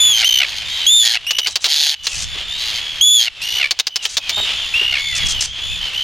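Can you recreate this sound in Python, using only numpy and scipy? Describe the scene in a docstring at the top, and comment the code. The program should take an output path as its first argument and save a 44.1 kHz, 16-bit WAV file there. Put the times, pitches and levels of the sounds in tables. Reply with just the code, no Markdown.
"""A tern calls close to the microphone, standing by its chicks in the grass of a busy colony.
Near birds give fluttering whistles that break into a rasp as the syrinx membranes slap and ring the
throat, and runs of dry 'kek' notes; farther birds call all around. Grass rustles now and then, a light
wind rumbles on the microphone, and the camera's gain control ducks everything under each loud call."""
import sys
import numpy as np
from scipy import signal
from scipy.fft import rfft, irfft, next_fast_len
from scipy.io import wavfile
from scipy.ndimage import uniform_filter1d, minimum_filter1d, map_coordinates

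SR = 44100
rng = np.random.default_rng(int(sys.argv[2]) if len(sys.argv) > 2 else 0)


def pcm_store(signal):
    """Save signal as 16-bit PCM."""
    levels = np.round(np.clip(np.atleast_2d(signal), -1, 1) * 32767)
    wavfile.write(sys.argv[1], SR, levels.astype(np.int16).T)


N = 265923

# 'kee' cries close to the microphone: start_s, break_s, rasp_length_s, level_db, flutter_hz, overtone_db
KEE_CRIES = [(0, 0.184, 0.07, -10, 114, 1.5), (0.865, 1.052, .125, -2.5, 115.5, 0.5),
             (3.01, 3.222, .068, -1, 116, 1)]
# the whistle's pitch, one list per cry: time_s, pitch_hz
KEE_TUNES = [
    [(0.0, 3507), (0.04, 3437), (0.05, 3483), (0.128, 3333), (0.138, 3131), (0.15, 3138)],
    [(0.865, 3163), (0.883, 3386), (0.931, 3584), (0.977, 3584), (1.009, 3474), (1.03, 3388)],
    [(3.01, 3060), (3.014, 3224), (3.024, 3317), (3.042, 3405), (3.158, 3457), (3.208, 3243)],
]
def kees(first_depth=.19, last_depth=.7, lead_s=.069, strain_db=-1.5, sink=.2, dying_db=-7):
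    """A loud whistle flutters ever deeper and sags until it breaks into a rasp that sinks and dies."""
    track = np.zeros(N)
    for (start_s, break_s, rasp_s, db, flutter_hz, overtone_db), tune in zip(KEE_CRIES, KEE_TUNES):
        t = np.arange(start_s - break_s, rasp_s, 1 / SR)  # zero at the break
        strain = step(t + lead_s, width_s=.061)
        spent = np.clip(t / rasp_s, 0, 1)
        pitch = np.interp(t + break_s, *np.transpose(tune)) * (1 - sink * spent ** 3)
        level = db + strain_db * strain + dying_db * spent ** 4
        depth = first_depth + (last_depth - first_depth) * strain
        rasp = step(t, width_s=.019) + .019 * strain ** 2
        cry = voice(t, pitch, level, flutter_hz, depth, rasp, overtone_db, hoarse_db=.36, waver=.007)
        add(track, start_s, cry)
    return track


# a tern's overtones against its fundamental: frequency_hz, level_db
WHISTLE_OVERTONES = [(4500, -5.5), (6000, -12.5), (7000, -5.5), (7800, -13.5), (9000, -27), (10500, -16.5),
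                     (12200, -21.5), (14200, -24), (16000, -49)]
def voice(t, pitch, db, flutter_hz, depth, rasp, overtone_db, hoarse_db, bend=.0249, waver=.0095):
    """One call: a whistle blended with rasp and chopped by a flutter, with one beat on t = 0."""
    depth, rasp, size = np.clip(depth, 0, 1), np.clip(rasp, 0, 1), len(t)
    beats = np.cumsum(flutter_hz * np.ones(size)) / SR
    flutter = np.cos(2 * np.pi * (beats - np.interp(0, t, beats)))
    gate = 1 - depth / (1 + np.exp(5 * flutter + .7))
    gate *= amp(.7 * wobble(90, size)) / np.sqrt(1 - depth / 2)
    swing = bend * np.sqrt(depth) * (flutter - depth / 2)  # the pitch swings with every beat
    hz = pitch * (1 + swing + waver * wobble(636, size))
    phase = 2 * np.pi * np.cumsum(hz) / SR
    overtones = sum(amp(along(WHISTLE_OVERTONES, k * hz) + overtone_db) * np.sin(k * phase)
                    for k in range(2, 6))
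    whistle = (np.sin(phase) + overtones) * amp(hoarse_db * wobble(2200, size))
    harsh = throat_rasp(pitch, phase, flutter_hz, rasp)
    hiss = amp(-35) * noise(BRIGHT_THROAT, size)
    sound = np.sqrt(1 - rasp) * unit(whistle) + np.sqrt(rasp) * harsh + hiss
    fade = np.clip(np.minimum(t - t[0], t[-1] - t) / .0033, 0, 1)
    return amp(db) * gate * fade * sound


# the throat's colour in a screech and in a growl: frequency_hz, level_db
BRIGHT_THROAT = [(180, -99), (300, -89), (537, -31), (814, -21.5), (1100, -32.5), (1780, -14.5),
                 (2400, -14), (3290, -2.5), (4370, 0), (6000, -13.5), (6520, -5), (7440, -23.5),
                 (8790, -22.5), (13500, -24.5), (16000, -95)]
DARK_THROAT = [(300, -42), (700, -19), (1200, -19), (2250, -1), (3200, -5), (4300, -8), (6000, -21),
               (8000, -31), (12000, -35), (16000, -48)]
def throat_rasp(pitch, phase, flutter_hz, rasp, dark_hz=2850, bright_hz=3250, ring_s=.0025):
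    """High, fast calls slap chaotically; low or slow ones settle on every fourth cycle and darken."""
    high = np.clip((pitch - dark_hz) / (bright_hz - dark_hz), 0, 1)
    fast = np.clip(flutter_hz / 50 - 1.4, 0, 1)
    bright = np.maximum(high * fast, 1 - 1.4 * rasp)  # a mere trace of rasp is always ragged
    slaps = syrinx(pitch / 4, jitter=.05 + .17 * bright, scatter_db=1 + bright, grit=.15 + .6 * bright)
    screech = unit(signal.fftconvolve(slaps, ring(BRIGHT_THROAT))[:len(pitch)])
    growl = unit(signal.fftconvolve(slaps, ring(DARK_THROAT))[:len(pitch)])
    throat = unit(bright * screech + (1 - bright) * growl)
    # every slap also rings briefly at the whistle's own pitch
    pole = np.exp(-1 / (SR * ring_s))
    ringing = signal.lfilter([1], [1, -2 * pole, pole ** 2], slaps * np.exp(-1j * phase))
    tuned = unit((np.exp(1j * phase) * ringing).imag)
    return unit(throat + .4 * (2 - bright) * tuned)


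def syrinx(rate_hz, jitter, scatter_db, grit=.6, puff_s=.0005):
    """Uneven slaps of the syrinx membranes, each with a short puff of air; the first comes at once."""
    size = len(rate_hz)
    cycles = np.floor(np.cumsum(rate_hz * np.exp(jitter * wobble(600, size))) / SR)
    slaps = (np.diff(cycles, prepend=-1) > 0) * amp(scatter_db * rng.standard_normal(size))
    puff = np.exp(-np.arange(SR // 300) / (SR * puff_s))
    breath = np.convolve(slaps, puff / np.linalg.norm(puff))[:size] * rng.standard_normal(size)
    return slaps + grit * breath


# churrs near the microphone: start_s, break_s, rasp_length_s, first_hz, last_hz,
# level_db, swell_db, overtone_db, hoarse_db, early_rasp_share
CHURR_CALLS = [(.243, .405, 0.054, 3138, 3002, -11.5, 0.5, 2, 2, 0.09),
               (1.265, 1.464, 0.013, 2912, 2974, -21, 2, -0.5, 2, 0),
               (3.415, 3.602, 0.076, 2818, 2986, -25, 7.5, 2, 1.5, .12),
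               (4.738, 4.928, 0.08, 2781, 2874, -15.5, -2.5, -13.5, 1.5, 0)]
def churrs(final_flutter_hz=69, quickening_hz_per_s=104, growl_db=1.5, opening_db=2, dying_db=-7):
    """A smooth note scoops up, is chopped into quickening beats and ends in a low, falling growl."""
    track = np.zeros(N)
    for start_s, break_s, rasp_s, first_hz, last_hz, db, swell_db, *timbre in CHURR_CALLS:
        overtone_db, hoarse_db, early_rasp = timbre
        t = np.arange(start_s - break_s, rasp_s, 1 / SR)  # zero at the break
        age = t - t[0]
        progress = np.minimum(age / (break_s - start_s), 1)
        chopped = step(age - .0352, width_s=.0094)
        scoop = 1 - .14 * np.exp(-age / .008)
        sink = 1 - .22 * np.clip(t / .039, 0, 1) ** 1.9
        pitch = (first_hz + (last_hz - first_hz) * progress) * scoop * sink
        level = db + opening_db * (1 - chopped) + swell_db * progress
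        level += growl_db * step(t, width_s=.008) + dying_db * np.clip(t / rasp_s, 0, 1) ** 4
        flutter_hz = final_flutter_hz + quickening_hz_per_s * np.minimum(t, 0)
        rasp = early_rasp * (1 - progress ** 2) + step(t + .007, width_s=.009)
        add(track, start_s, voice(t, pitch, level, flutter_hz, .97 * chopped, rasp, overtone_db, hoarse_db))
    return track


# a scream at close range: start_s, length_s, pitch_hz, level_db, flutter_hz
CLOSE_SCREAM = (1.676, .274, 3550, 1.8, 150)
def scream():
    """One harsh arch, all rasp and no whistle."""
    track = np.zeros(N)
    start_s, length_s, pitch_hz, db, flutter_hz = CLOSE_SCREAM
    t, pitch, level = arched(length_s, pitch_hz, glide_hz=-79.5, arch_hz=504.5, db=db, ends_db=-5)
    add(track, start_s, voice(t, pitch, level, flutter_hz, depth=.69, rasp=1, overtone_db=0, hoarse_db=0))
    return track


# dry 'kek' notes near the microphone: start_s, peak_db, throat_hz, decay_s
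KEK_NOTES = [(1.308, 4, 2790, 0.012), (1.386, 4.5, 3150, 0.014), (1.471, 3, 4730, 0.016),
             (1.557, 9.5, 4640, 0.015), (1.643, 18, 4110, 0.011), (1.655, 16.5, 3900, 0.017),
             (2.069, 6, 4130, 0.0097), (3.709, 8, 4460, 0.013), (3.7903, 1, 1840, 0.0042),
             (3.798, 15.5, 3730, 0.011), (3.869, 13, 4850, 0.011), (3.9591, 11.5, 5170, 0.012),
             (4.053, 10, 3200, 0.013), (4.1694, 8.5, 3590, 0.016), (4.294, 7, 2240, 0.02)]
# the throat's colour as a kek opens: frequency_hz, level_db
KEK_THROAT = [(200, -21), (530, -17), (2300, -3), (3020, 2.5), (4600, 2.5), (6760, -3.5), (7830, -14),
              (14900, -27.5), (16000, -15.5)]
def keks(slap_hz=590, slowing_s=.032, closing_s=.044):
    """Each kek is a handful of hard slaps that slow down, darken and die away."""
    track, t = np.zeros(N), np.arange(SR // 25) / SR
    dark = np.clip(t / closing_s, 0, 1) ** 2
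    for start_s, peak_db, throat_hz, decay_s in KEK_NOTES:
        slaps = syrinx(slap_hz / (1 + t / slowing_s), jitter=.14, scatter_db=1.8, grit=.45)
        slaps /= 1 + (t / decay_s) ** 4
        throat = ring(KEK_THROAT, throat_hz, peak_db=8, width_hz=170)
        note = -signal.fftconvolve(slaps * (1 - dark), throat) - low_throat(slaps * dark)
        add(track, start_s, amp(peak_db) * note / abs(note).max())
    return track


# a low, creaky croak nearby: start_s, length_s, level_db, slap_hz
LOW_CROAKS = [(4.368, 0.044, -29.5, 210)]
def croaks():
    """A slow train of slaps swells and fades in the throat."""
    track = np.zeros(N)
    for start_s, length_s, db, slap_hz in LOW_CROAKS:
        swell = signal.windows.tukey(round(length_s * SR))
        slaps = syrinx(np.full(len(swell), slap_hz), jitter=.036, scatter_db=-3)
        add(track, start_s, amp(db) * unit(low_throat(swell * slaps)))
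    return track


def low_throat(slaps):
    """Slaps ring the throat with a dark colour, strongest at 750 Hz."""
    colour = [(200, -5), (380, 0), (750, 11.5), (1700, 4), (3500, 0), (7000, -25), (16000, -16)]
    return signal.fftconvolve(slaps, ring(colour))


# terns farther off in the colony: start_s, length_s, pitch_hz, glide_hz, level_db, rasp_share
FAR_CALLS = [(0.439, .2, 3278, -200, -25, 0.93), (0.648, 0.29, 3840, 248, -24.5, 0.39),
             (0.691, 0.21, 3146, -450, -23.5, 0.2), (1.029, 0.1, 1864, -200, -21, 0.03),
             (1.951, 0.2, 2900, -500, -28, 0.06), (2.099, 0.24, 3117, 2.5, -36, 0.98),
             (2.275, 0.15, 3465, -250, -31.5, 0.31), (2.472, 0.2, 3800, 602, -26, 0.24),
             (2.579, 0.23, 3296, -150, -23.5, 0.97), (2.78, 0.28, 3296, -300, -27.5, 0.39),
             (3.411, 0.18, 3510, -0.5, -27.5, .95), (3.893, 0.18, 2950, -450, -25.5, 0),
             (4.2, 0.3, 3160, -400, -28, .2), (4.316, .15, 3733, 99, -19, 0.04),
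             (4.492, 0.32, 3500, -250, -28, 0.21), (4.982, 0.26, 3512, -46, -23.5, .3),
             (4.977, .16, 2210, -150, -27, 0), (5.122, 0.13, 2424, -1100, -26, 1),
             (5.203, 0.2, 3256, -500, -22.5, 0.07), (5.607, .19, 3513, 104, -26, 0.08),
             (5.688, 0.071, 2600, -2, -30, 0), (5.802, 0.097, 3100, -200, -26, 0.29),
             (5.932, 0.12, 3047, 294, -21.5, 0.08)]
def far_terns(clean_flutter_hz=58, rasp_adds_hz=52):
    """Each call arches and glides; the raspier, the faster it flutters. Distance dulls its overtones."""
    track = np.zeros(N)
    for start_s, length_s, pitch_hz, glide_hz, db, rasp in FAR_CALLS:
        t, pitch, level = arched(length_s, pitch_hz, glide_hz, arch_hz=171.3, db=db, ends_db=-2.5)
        flutter_hz = (clean_flutter_hz + rasp_adds_hz * rasp) * (1 + .059 * wobble(40, len(t)))
        call = voice(t, pitch, level, flutter_hz, depth=.773, rasp=rasp, overtone_db=-7.5, hoarse_db=-.5)
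        add(track, start_s, call)
    return track


# short scratchy noises, a touch to the left: start_s, length_s, level_db
SCRATCHES = [(1.487, 0.048, -31.5), (1.596, 0.19, -26), (2.021, 0.24, -24.5), (4.016, 0.15, -23),
             (5.148, 0.041, -22), (5.253, 0.024, -23), (5.283, 0.046, -20), (5.4, 0.064, -19)]
# their colour: frequency_hz, level_db
SCRATCH_COLOUR = [(500, -20), (3500, -1), (6300, 6), (9500, -8.5), (16000, -38)]
def scratches(clump_db=3.5):
    """Bright noise in quick clumps: grass rustles, and a tern's rasp at 4.0 s."""
    track = np.zeros(N)
    for start_s, length_s, db in SCRATCHES:
        size = round(length_s * SR)
        scratch = unit(noise(SCRATCH_COLOUR, size) * amp(clump_db * wobble(265, size)))
        add(track, start_s, amp(db) * scratch * signal.windows.tukey(size, .25))
    return track


# soft thuds on the ground: start_s, level_db
TURF_THUDS = [(2.349, -38), (4.415, -34), (4.809, -34)]
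def turf(rise_s=.0072):
    """The turf thuds with a dull burst of noise that rises quickly and dies."""
    track = np.zeros(N)
    rise = np.arange(SR // 8) / SR / rise_s
    for start_s, db in TURF_THUDS:
        dull = noise([(80, -3), (400, 26), (900, 4), (3000, -66)], len(rise))
        add(track, start_s, amp(db) * rise * np.exp(1 - rise) * dull)
    return track


# the din of the colony all around: time_s, level_db
DIN_LEVEL = [(0, -24), (.85, -25.5), (1.3, -33), (2.4, -26.5), (3.8, -30.5), (4.4, -22.5), (5.2, -25),
             (6.03, -28.5)]
# the colour of its merged cries: frequency_hz, level_db
DIN_COLOUR = [(150, -23.5), (700, -14), (1500, -11), (2300, -4.5), (3100, 4), (4300, -7), (6500, -17.5),
              (16000, -42.5)]
def colony(blur_db=-1.5, treble_width=.28):
    """The cries of the whole colony blur into a flickering noise, with distant whistles among them."""
    cries = noise(DIN_COLOUR, N) + treble_width * np.gradient(noise(DIN_COLOUR, N)) * [[1], [-1]]
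    blur = unit(cries * amp(3.16 * wobble(14, N) + 1.4 * wobble(150, N)))
    din_db = np.interp(np.arange(N) / SR, *np.transpose(DIN_LEVEL))
    return amp(din_db) * (amp(blur_db) * blur + distant_terns())


def distant_terns(count=45, pitch_hz=3200, glide_hz=-300, flutter_hz=70, octave_db=-17):
    """The most distant terns call at random: only their fluttering whistles carry."""
    track = np.zeros(N)
    starts_s = rng.uniform(0, N / SR, count)
    for start_s, (long, high, glide, loud, fast) in zip(starts_s, rng.standard_normal((count, 5))):
        t, pitch, level = arched(.2 * np.exp(.25 * long), pitch_hz * np.exp(.11 * high),
                                 glide_hz * (1 + glide), arch_hz=200.2, db=-6.5 + 2 * loud, ends_db=-10)
        phase = 2 * np.pi * np.cumsum(pitch * (1 + .011 * wobble(490, len(t)))) / SR
        whistle = np.sin(phase) + amp(octave_db) * np.sin(2 * phase)
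        flutter = 1 + .59 * np.cos(2 * np.pi * flutter_hz * np.exp(.188 * fast) * t)
        add(track, start_s, amp(level) * signal.windows.tukey(len(t)) * flutter * whistle)
    return track


# gusts at the microphone, and dips where the rumble stays ducked around loud calls:
# middle_s, half_length_s, change_db
GUSTS_AND_DIPS = [(1.6, 0.46, -7), (2.23, 0.16, 9.5), (3.697, 0.39, -5.5), (4.42, .12, 3.5),
                  (5.27, 0.18, 13.5), (5.75, 0.077, 12.5)]
# the colour of the rumble: frequency_hz, level_db
WIND_COLOUR = [(20, -6.5), (62, -2.5), (160, -14), (300, -29.5), (800, -39.5), (2500, -80)]
def wind(breeze_db=-39):
    """A light wind pushes the microphone ports against each other and buffets each on its own."""
    t = np.arange(N) / SR
    change_db = sum(db * np.exp(-((t - mid_s) / half_s) ** 2) for mid_s, half_s, db in GUSTS_AND_DIPS)
    opposed = noise(WIND_COLOUR, N) * [[1], [-1]]
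    separate = np.array([noise(WIND_COLOUR, N), noise(WIND_COLOUR, N)])
    return amp(breeze_db + change_db) * unit(opposed + separate) * amp(1.9 * wobble(28, N))


# how long sound lingers in the meadow: frequency_hz, t60_s
MEADOW_DECAY = [(300, 0.017), (3000, 0.29), (12000, 0.11)]
def meadow(sound):
    """Faint scatter from the plants and the ground, slightly different on each side."""
    hz, t, spectra = signal.stft(rng.standard_normal((2, SR // 3)), SR, nperseg=256)
    decay = amp(-60 * t / along(MEADOW_DECAY, hz)[:, None])
    mid, side = signal.istft(spectra * decay, SR, nperseg=256)[1]
    tail = mid + .4 * side * np.array([[1], [-1]])
    return signal.fftconvolve(sound[None], tail / np.linalg.norm(tail[0]), axes=1)[:, :N]


def gain_control(sound, limit_db=-7.2, sense_s=.00084, attack_s=.00074, hold_s=.022, climb_db_per_s=76.5):
    """A level over the limit turns everything down quickly; the gain holds, then climbs back steadily."""
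    power = abs(uniform_filter1d(np.mean(sound ** 2, axis=0), **trailing(sense_s)))
    over_db = np.maximum(10 * np.log10(power + 1e-12) - limit_db, 0)
    held_db = -minimum_filter1d(-over_db, **trailing(hold_s))
    climb_db = climb_db_per_s * np.arange(N) / SR
    cut_db = np.maximum.accumulate(held_db + climb_db) - climb_db
    return sound * amp(-uniform_filter1d(cut_db, round(attack_s * SR)))


def trailing(length_s):
    """Size and origin of a running window that looks back only."""
    size = max(round(length_s * SR), 1)
    return dict(size=size, origin=(size - 1) // 2)


def arched(length_s, pitch_hz, glide_hz, arch_hz, db, ends_db):
    """Time, pitch and level of a gliding call that droops in pitch and level at both ends."""
    t = np.arange(0, length_s, 1 / SR)
    position = 2 * t / length_s - 1
    pitch = pitch_hz + glide_hz * position / 2 - arch_hz * position ** 2
    return t, pitch, db + ends_db * position ** 4


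def ring(colour, peak_hz=3000, peak_db=0, width_hz=300, size=1024):
    """Minimum-phase impulse response of energy 1 with this colour and an optional resonance."""
    hz = abs(np.fft.fftfreq(size, 1 / SR))
    db = along(colour, hz) + peak_db / (1 + ((hz - peak_hz) / width_hz) ** 2)
    cepstrum = np.fft.ifft(np.log(amp(np.maximum(db, -70)))).real
    cepstrum[1:size // 2] *= 2
    cepstrum[size // 2 + 1:] = 0
    response = np.fft.ifft(np.exp(np.fft.fft(cepstrum))).real
    return response / np.linalg.norm(response)


def noise(colour, size):
    """Coloured noise of rms 1."""
    padded = next_fast_len(size + 2048)
    gain = amp(along(colour, np.fft.rfftfreq(padded, 1 / SR)))
    return unit(irfft(rfft(rng.standard_normal(padded)) * gain, padded)[:size])


def wobble(rate_hz, size):
    """A smooth random curve with rate_hz knots a second."""
    knots = rng.standard_normal(int(size * rate_hz / SR) + 4)
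    return map_coordinates(knots, [np.arange(size) * rate_hz / SR])


def along(points, hz):
    """Read (frequency_hz, value) points on a log frequency axis."""
    points_hz, values = np.transpose(points)
    return np.interp(np.log(hz + 1), np.log(points_hz + 1), values)


def step(t, width_s):
    """A smooth rise from 0 to 1 around t = 0."""
    return .5 + .5 * np.tanh(t / width_s)


def amp(db):
    """Decibels to gain."""
    return 10 ** (np.asarray(db) / 20)


def unit(sound):
    """Scale to rms 1."""
    return sound / np.sqrt(np.mean(sound ** 2) + 1e-20)


def add(track, start_s, sound):
    """Mix a sound into the track at start_s."""
    start = max(round(start_s * SR), 0)
    span = track[start:start + len(sound)]
    span += sound[:len(span)]


def scene():
    """At the microphone the near birds are dry; farther ones, scratches and thuds are more diffuse."""
    near = kees() + churrs() + scream() + keks() + croaks()
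    far = far_terns()
    noises = scratches() + turf()
    direct = near * amp([[-.2], [.2]]) + far + noises * amp([[.5], [-.5]])
    treble_spread = .13 * np.gradient(near + far) * [[1], [-1]]
    scatter = meadow(amp(-27) * near + amp(-11) * far + amp(-10) * noises)
    return direct + treble_spread + scatter + colony() + wind()


def record(dry, top_hz=16000):
    """The camera ducks loud calls, rounds off the highest peaks and keeps nothing above top_hz."""
    ducked = gain_control(dry)
    rounded = ducked / (1 + abs(ducked) ** 8) ** (1 / 8)
    padded = next_fast_len(N + SR // 4)
    in_band = np.fft.rfftfreq(padded, 1 / SR) < top_hz
    return irfft(rfft(rounded, padded) * in_band, padded)[:, :N]


dry = scene()
out = record(dry)
pcm_store(out)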